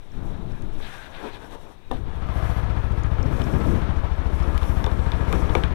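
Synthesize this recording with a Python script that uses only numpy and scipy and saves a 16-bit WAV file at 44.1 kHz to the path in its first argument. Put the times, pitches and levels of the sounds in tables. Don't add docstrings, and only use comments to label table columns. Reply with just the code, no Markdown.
import sys
import numpy as np
from scipy import signal
from scipy.fft import rfft, irfft, next_fast_len
from scipy.io import wavfile
from scipy.ndimage import uniform_filter1d

SR = 44100
rng = np.random.default_rng(int(sys.argv[2]) if len(sys.argv) > 2 else 0)


def int16_out(signal):
    q = np.round(np.clip(np.atleast_2d(signal).T, -1, 1) * 32767)
    wavfile.write(sys.argv[1], SR, q.astype(np.int16))


def linear_from_db(decibels):
    return 10 ** (np.asarray(decibels, float) / 20)


N = 253134

# time in seconds, firings per second.
ENGINE_SPEED = [(1.8, 13.956), (2.4, 14.728), (2.9, 14.463), (3.15, 14.12), (3.7, 14.259), (4.15, 13.532),
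                (4.5, 13.948), (4.75, 13.29), (5.15, 13.886), (5.74, 14.046)]
# time in seconds, level in dB, pipe ring in dB, tail tip ring in dB.
EXHAUST_LEVELS = [(2.15, -24, -4, -6), (2.4, -21, -3.5, -8), (3.2, -21.5, -0.5, -6.5), (3.6, -28.5, 3.5, 3),
                  (3.9, -22.5, -5.5, -6), (4.4, -22, -33, -3.5), (4.8, -20.5, -7, -8), (5.2, -23, -3, -3),
                  (5.74, -23, -5, -2.5)]
# frequency in Hz, width in Hz, level in dB, polarity.
SILENCER_MODES = [(27, 4, 0, -1), (48, 10, -3, -1), (85, 8, .5, 1)]
# frequency in Hz, width in Hz, level in dB.
TAIL_TIP_MODES = [(70, 5, -4), (146, 13, 0)]
# frequency in Hz, width in Hz, level in dB.
CRANKCASE_MODES = [(454, 15, -14.5), (482, 12, -11.5), (647, 24, -15), (900, 22, -18.5), (1049, 76, -15),
                   (1220, 42, -16), (1317, 9.6, -15), (1674, 18, -16)]
# frequency in Hz, relative level in dB per Hz.
CLATTER_COLOUR = [(210, -39), (350, -13), (645, -1), (824, -3), (906, -1), (1260, -4.5), (1740, -9.5),
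                  (1910, -12), (2440, -14), (2720, -17.5), (3480, -19), (9000, -49), (19800, -120)]
# frequency in Hz, relative level in dB per Hz.
SWISH_COLOUR = [(3500, -46), (4800, -14), (5450, 4), (6800, -3), (7700, -3), (9200, -3.5), (10400, -3),
                (11300, -4), (12200, -7), (13300, -6), (14000, -9), (15600, -6)]
# time in seconds, blow in dB, rattle in dB, favoured pitch in Hz.
SHELL_KNOCKS = [(.8015, -27, -60, 1250), (.865, -35, -60, 450), (1.241, -33, -52, 420),
                (1.249, -29, -52, 420), (1.263, -32, -54, 360), (1.297, -32, -53, 1550),
                (4.842, -17, -43, 1200), (4.865, -19, -42, 800), (5.119, -23, -44, 1900),
                (5.3275, -15, -35, 1300), (5.5508, -10, -29.5, 750), (5.636, -22, -36, 1800)]
# frequency in Hz, level in dB.
SHELL_MODES = [(255, -9), (350, -6), (425, -4), (540, -6), (745, -8), (925, -5), (1165, -6), (1600, -8),
               (2350, -8), (3500, -8)]
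# time in seconds, blow in dB, rattle in dB, favoured pitch in Hz.
BOX_KNOCKS = [(1.9117, -15, -41, 700)]
# frequency in Hz, level in dB.
BOX_MODES = [(262, -2), (522, -2), (762, -4), (985, -9), (1225, -6), (1800, -12), (2750, -15), (3550, -12)]
# time in seconds, tick in dB, ring in dB before a 10.5 dB lift, favoured pitch in Hz.
BUCKLE_TAPS = [(.118, -60, -54, 5400), (.52, -58, -51, 5400), (.622, -39, -58, 8400),
               (1.1484, -52, -38, 2920), (1.3334, -50, -57, 2300), (1.914, -31, -35, 3500),
               (2.9217, -39, -93, 5460), (2.735, -60, -54, 5400), (3.035, -64, -40, 6700),
               (3.229, -60, -37.5, 5400), (3.2631, -61, -49, 5460), (3.418, -32, -29, 3050),
               (3.44, -42, -40, 5540), (3.53, -58, -47, 5400), (3.67, -58, -49, 5450),
               (4.135, -56, -50, 5440), (4.2674, -64, -54, 5470), (4.43, -51, -45, 5450),
               (4.578, -28, -31.5, 2900), (4.6307, -40, -33, 3260), (4.842, -31, -23, 4070),
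               (4.864, -35, -31.5, 3500), (4.9144, -47, -41, 4300), (4.993, -55, -41, 3400),
               (5.1186, -37, -28, 3600), (5.327, -23.5, -22, 2530), (5.496, -64, -35, 3300),
               (5.5518, -26, -17, 2450), (5.6365, -35, -21.5, 2930)]
# frequency in Hz, time to fall 60 dB in seconds.
BUCKLE_MODES = [(2360, .009), (3020, .007), (3500, .007), (5450, .007), (6700, .005), (8500, .005)]
# start in seconds, hold in seconds, jacket swish in dB, clatter swell in dB
# against its steady level, then the level in dB of each of the three fold resonances.
YARD_STRIDES = [(2.37, 0.21, -62, 7, -83, -65, -65), (3.342, 0.41, -59.5, 7, -72, -75, -65),
                (4.367, 0.2, -64.5, 2.5, -73, -68, -78), (4.63, 0.16, -60, 5.5, -77, -63, -61),
                (4.9, 0.3, -65.5, -32, -70, -70, -90), (5.32, 0.1, -55.5, 7.5, -79, -84, -74),
                (5.543, 0.054, -58.5, 5, -68, -73, -73)]
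# frequency in Hz, width in Hz of each of two passes.
FOLD_MODES = [(7700, 420), (10400, 1200), (12900, 1100)]
# start in seconds, hold in seconds, level in dB.
YARD_GUSTS = [(3.35, 0.14, -30.5), (3.602, 0.06, -28), (4.708, 0.026, -36), (5.338, 0.057, -31),
              (5.503, 0.11, -41)]
# frequency in Hz, relative level in dB per Hz.
GUST_COLOUR = [(10, 8), (18, 0), (40, -4), (90, -1), (200, -7.5), (350, -9.5), (600, -19), (1000, -41),
               (1500, -38)]
# start in seconds, hold in seconds, cloth rub in dB, jacket swish in dB.
GARAGE_MOVES = [(0.136, 1, -57.5, -71), (0.827, 0.11, -46.5, -59.5), (0.94, 0.13, -48.5, -63),
                (1.15, 0.018, -46, -62.5), (1.201, 0.084, -51, -61.5), (1.28, 0.0067, -46, -72),
                (1.345, 0.012, -45, -63), (1.422, 0.05, -54.5, -65), (1.524, 0.024, -50, -61.5),
                (1.612, .11, -58, -68.5), (1.935, 0.036, -49.5, -64), (2.056, 0.21, -55, -72)]
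# frequency in Hz, relative level in dB per Hz.
RUB_COLOUR = [(530, 3.5), (900, 3.5), (1270, -0.5), (1630, 2.5), (2110, 0), (2470, -3), (3640, -1),
              (4830, -14), (6500, -45), (8450, -27), (14300, -120)]
# frequency in Hz, width in Hz, level in dB.
SCRAPE_MODES = [(1600, 200, -4), (2450, 250, -7), (3700, 350, -14)]
# start in seconds, hold in seconds, level in dB.
GARAGE_SCUFFS = [(0.206, 0.21, -49), (0.655, 0.48, -49), (1.197, 0.022, -46), (1.244, 0.016, -35),
                 (1.337, .12, -45), (1.533, 0.023, -42), (1.63, 0.087, -49), (2.068, 0.18, -45)]
# frequency in Hz, relative level in dB per Hz.
SCUFF_COLOUR = [(71, -27), (120, -5), (285, 5.5), (445, 5.5), (538, 4.5), (952, 2.5), (1500, -9),
                (1950, -52.5), (3300, -120)]
# time in seconds, level in dB.
GARAGE_AIR_LEVEL = [(0, -48), (.06, -48.5), (.18, -30), (.55, -29.5), (.78, -33.5), (1, -46), (1.3, -43),
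                    (1.6, -44.5), (1.84, -50.5), (1.95, -27), (2.1, -34.5)]
# frequency in Hz, relative level in dB per Hz.
AIR_COLOUR = [(10, 17.5), (16, 1), (28, -2), (45, -8.5), (100, -11.5), (200, -18), (350, -22.5), (550, -33),
              (900, -36), (1500, -42.5)]
# frequency in Hz, relative level in dB per Hz.
HISS_COLOUR = [(15, -6), (100, -12), (1000, -17.5), (5000, -23.5), (13000, -28), (16000, -27.5)]


def curves(table):
    s, *columns = np.transpose(table)
    return [np.interp(np.arange(N) / SR, s, column) for column in columns]


def unit(x):
    return x / np.sqrt(np.mean(x ** 2))


def walk(rate):
    hold = int(SR / rate)
    steps = np.repeat(rng.standard_normal(N // hold + 1), hold)
    return unit(uniform_filter1d(uniform_filter1d(steps, hold), hold)[:N])


def ring(x, hz, width_hz):
    r, w = np.exp(-np.pi * width_hz / SR), 2 * np.pi * hz / SR
    return signal.lfilter([0, r * np.sin(w)], [1, -2 * r * np.cos(w), r * r], x)


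def ringing_noise(hz, width_hz):
    return unit(ring(rng.standard_normal(N), hz, width_hz))


def impulses(s, size):
    return np.bincount((np.asarray(s) * SR).astype(int), size, N)[:N]


def noise(colour, lo_hz, hi_hz, flicker_db, shared_db, rate):
    size = next_fast_len(N)
    octave = np.log2(np.arange(1, size // 2 + 2) * SR / size)
    hz, db = np.transpose(colour)
    at = np.log2(hz)
    spectrum = rfft(rng.standard_normal(size)) * linear_from_db(np.interp(octave, at, db, -200, -200))
    inside = (octave > np.log2(lo_hz)) & (octave < np.log2(hi_hz))
    spectrum = spectrum / np.std(irfft(spectrum * inside, size))
    if not flicker_db:
        return irfft(spectrum, size)[:N]
    out = 0
    for centre in np.arange(at[0], at[-1] + 1.5, 1.5):
        band = np.clip(1 - np.abs(octave - centre) / 1.5, 0, 1)
        out = out + irfft(spectrum * band, size)[:N] * linear_from_db(flicker_db * walk(rate))
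    return out * linear_from_db(shared_db * walk(rate))


def swells(start_s, hold_s, db, floor_db, rise_db_s, fall_db_s):
    t = np.arange(N) / SR
    power = linear_from_db(floor_db) ** 2
    for start, hold, level_db in zip(start_s, hold_s, db):
        before, after = np.clip(start - t, 0, None), np.clip(t - start - hold, 0, None)
        power = power + linear_from_db(level_db - rise_db_s * before - fall_db_s * after) ** 2
    return np.sqrt(power)


def exhaust(cycles):
    pipe_hz, pipe_width_hz = 105, 8
    echo_s, echo_db = .0165, -4.5
    level_db, pipe_db, tip_db = curves(EXHAUST_LEVELS)
    fired = np.flatnonzero(np.diff(np.floor(cycles))) / SR + .001
    jitter, low_chance, push_chance = rng.standard_normal((3, len(fired)))
    fired = fired + .0003 * jitter
    low_push = impulses(fired, linear_from_db(.7 * low_chance))
    push = impulses(fired, linear_from_db(1.2 * push_chance))
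    thump = linear_from_db(pipe_db) * ring(push, pipe_hz, pipe_width_hz)
    for hz, width_hz, db, polarity in SILENCER_MODES:
        thump = thump + polarity * linear_from_db(db) * ring(low_push, hz, width_hz)
    for hz, width_hz, db in TAIL_TIP_MODES:
        thump = thump + linear_from_db(tip_db + db) * ring(push, hz, width_hz)
    echo = linear_from_db(echo_db) * np.roll(thump, int(echo_s * SR))
    return linear_from_db(level_db) * unit(thump + echo)


def valve_gear(cycles):
    steady_db, rise_db_s, fall_db_s = -42.5, 30, 13
    tick_db, tick_decay_cycles = -29, .15
    beat = 0.72 + 0.48 * np.exp(-((cycles + .05) % 1) / 0.35)
    rattle = beat * noise(CLATTER_COLOUR, 600, 2000, flicker_db=.6, shared_db=.8, rate=45)
    for hz, width_hz, db in CRANKCASE_MODES:
        rung = unit(ring(beat * rng.standard_normal(N), hz, width_hz))
        rattle = rattle + linear_from_db(db + 2.3 * walk(30)) * rung
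    strength = linear_from_db(tick_db + 2.5 * rng.standard_normal(200))[cycles.astype(int)]
    tick = strength * np.exp(-((cycles - .1) % 1) / tick_decay_cycles)
    tick = tick * noise(SWISH_COLOUR, 7600, 13500, flicker_db=.5, shared_db=.5, rate=8)
    start, hold, _, swell_db, *_ = np.transpose(YARD_STRIDES)
    gain = swells(start, hold, steady_db + swell_db, steady_db, rise_db_s, fall_db_s)
    return gain * (rattle + tick)


def engine():
    rate, = curves(ENGINE_SPEED)
    running = np.arange(N) >= ENGINE_SPEED[0][0] * SR
    cycles = np.cumsum(rate * running) / SR
    return exhaust(cycles) + valve_gear(cycles)


def knocks(table, modes, q):
    rattle_decay_s, off_pitch_db_oct = .016, 5
    s, blow_db, rattle_db, pitch_hz = np.transpose(table)
    shake = rng.standard_normal(N)
    tail = np.exp(-np.arange(4000) / SR / rattle_decay_s)
    out = 0
    for k, (hz, level_db) in enumerate(modes):
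        db = level_db - off_pitch_db_oct * np.abs(np.log2(hz / pitch_hz))
        blow = impulses(s, linear_from_db(blow_db + db))
        rattle = signal.fftconvolve(impulses(s, linear_from_db(rattle_db + db)), tail)[:N] * shake
        out = out + (-1) ** k * ring(blow + rattle, hz, hz / q)
    return out


def clicks():
    off_pitch_db_oct, tick_top_hz = 27.5, 6700
    s, tick_db, ring_db, pitch_hz = np.transpose(BUCKLE_TAPS)
    burst = np.exp(-np.arange(600) / 70)
    tick = np.convolve(impulses(s, linear_from_db(tick_db)), burst)[:N] * rng.standard_normal(N)
    out = signal.lfilter(*signal.butter(1, tick_top_hz, fs=SR), tick)
    t = np.arange(600) / SR
    rise = 1 - np.exp(-t / 0.0003)
    for at, tap_db, favoured_hz in zip((s * SR).astype(int), ring_db, pitch_hz):
        for hz, t60 in BUCKLE_MODES:
            db = tap_db + 10.5 - off_pitch_db_oct * np.abs(np.log2(hz / favoured_hz))
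            detuned_hz = hz * (1 + .02 * rng.standard_normal())
            out[at:at + len(t)] += linear_from_db(db - 60 * t / t60) * rise * np.sin(2 * np.pi * detuned_hz * t)
    return out


def strides():
    rise_db_s, fall_db_s = 134, 150
    start, hold, swish_db, _, *fold_db = np.transpose(YARD_STRIDES)
    swish = noise(SWISH_COLOUR, 7000, 13500, flicker_db=1, shared_db=1, rate=50)
    out = swells(start, hold, swish_db, -67.5, rise_db_s, fall_db_s) * swish
    for (hz, width_hz), db in zip(FOLD_MODES, fold_db):
        fold = unit(ring(ringing_noise(hz, width_hz), hz, width_hz))
        out = out + swells(start, hold, db, -97, rise_db_s, fall_db_s) * linear_from_db(2 * walk(40)) * fold
    return out


def wind():
    breeze_db, freshening_db_s = -42, 1.5
    floor_db = breeze_db + freshening_db_s * (np.arange(N) / SR - ENGINE_SPEED[0][0])
    air = noise(GUST_COLOUR, 200, 450, flicker_db=1.2, shared_db=1.5, rate=25)
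    return swells(*np.transpose(YARD_GUSTS), floor_db, rise_db_s=60, fall_db_s=39) * air


def yard():
    return engine() + strides() + wind()


def movements():
    rise_db_s, fall_db_s = 278, 305
    start, hold, rub_db, swish_db = np.transpose(GARAGE_MOVES)
    swish = noise(SWISH_COLOUR, 7000, 13500, flicker_db=.8, shared_db=1.5, rate=40)
    rub = noise(RUB_COLOUR, 1500, 4200, flicker_db=1.5, shared_db=1.1, rate=40)
    for hz, width_hz, db in SCRAPE_MODES:
        scrape = unit(ring(rng.standard_normal(N) ** 3, hz, width_hz))
        rub = rub + linear_from_db(db + 4 * walk(20)) * scrape
    return (swells(start, hold, rub_db, -63, rise_db_s, fall_db_s) * rub
            + swells(start, hold, swish_db, -74.5, rise_db_s, fall_db_s) * swish)


def scuffs():
    scuff = noise(SCUFF_COLOUR, 250, 900, flicker_db=1, shared_db=1.2, rate=35)
    return swells(*np.transpose(GARAGE_SCUFFS), floor_db=-58, rise_db_s=182, fall_db_s=229) * scuff


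def garage_air():
    level_db, = curves(GARAGE_AIR_LEVEL)
    return linear_from_db(level_db) * noise(AIR_COLOUR, 20, 130, flicker_db=1, shared_db=.8, rate=25)


def whine():
    hz, width_hz, level_db = 3790, 42, -70
    return linear_from_db(level_db + 2 * walk(3.7)) * ringing_noise(hz, width_hz)


def garage():
    return movements() + scuffs() + garage_air() + whine()


def hiss():
    level_db = -71.5
    dip = linear_from_db(-3 * np.exp(-((np.arange(N) / SR - 2.21) / .13) ** 2))
    channels = [noise(HISS_COLOUR, 15, 16000, flicker_db=0, shared_db=0, rate=8) for _ in range(2)]
    return linear_from_db(level_db) * dip * np.array(channels)


def scene():
    left_gain = 1.218
    t = np.arange(N) / SR
    garage_fade = np.clip((2.3 - t) / 0.16, 0, 1)
    yard_fade = np.clip((t - 1.93) / 0.42, 0, 1)
    left = garage_fade * garage() + yard_fade * yard() + clicks()
    left = left + knocks(SHELL_KNOCKS, SHELL_MODES, q=9) + knocks(BOX_KNOCKS, BOX_MODES, q=14)
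    return np.array([left_gain * left, np.zeros(N)])


def top_cut(x):
    return signal.sosfilt(signal.butter(12, 15780, fs=SR, output="sos"), x)


def record(dry):
    capsule = signal.sosfilt(signal.butter(8, 13600, fs=SR, output="sos"), dry)
    capsule = signal.sosfilt(signal.butter(1, 3, "highpass", fs=SR, output="sos"), capsule)
    fade = np.clip((N - np.arange(N)) / (.004 * SR), 0, 1)
    mix = fade * (capsule + hiss())
    return top_cut(mix)


dry = scene()
out = record(dry)
int16_out(out)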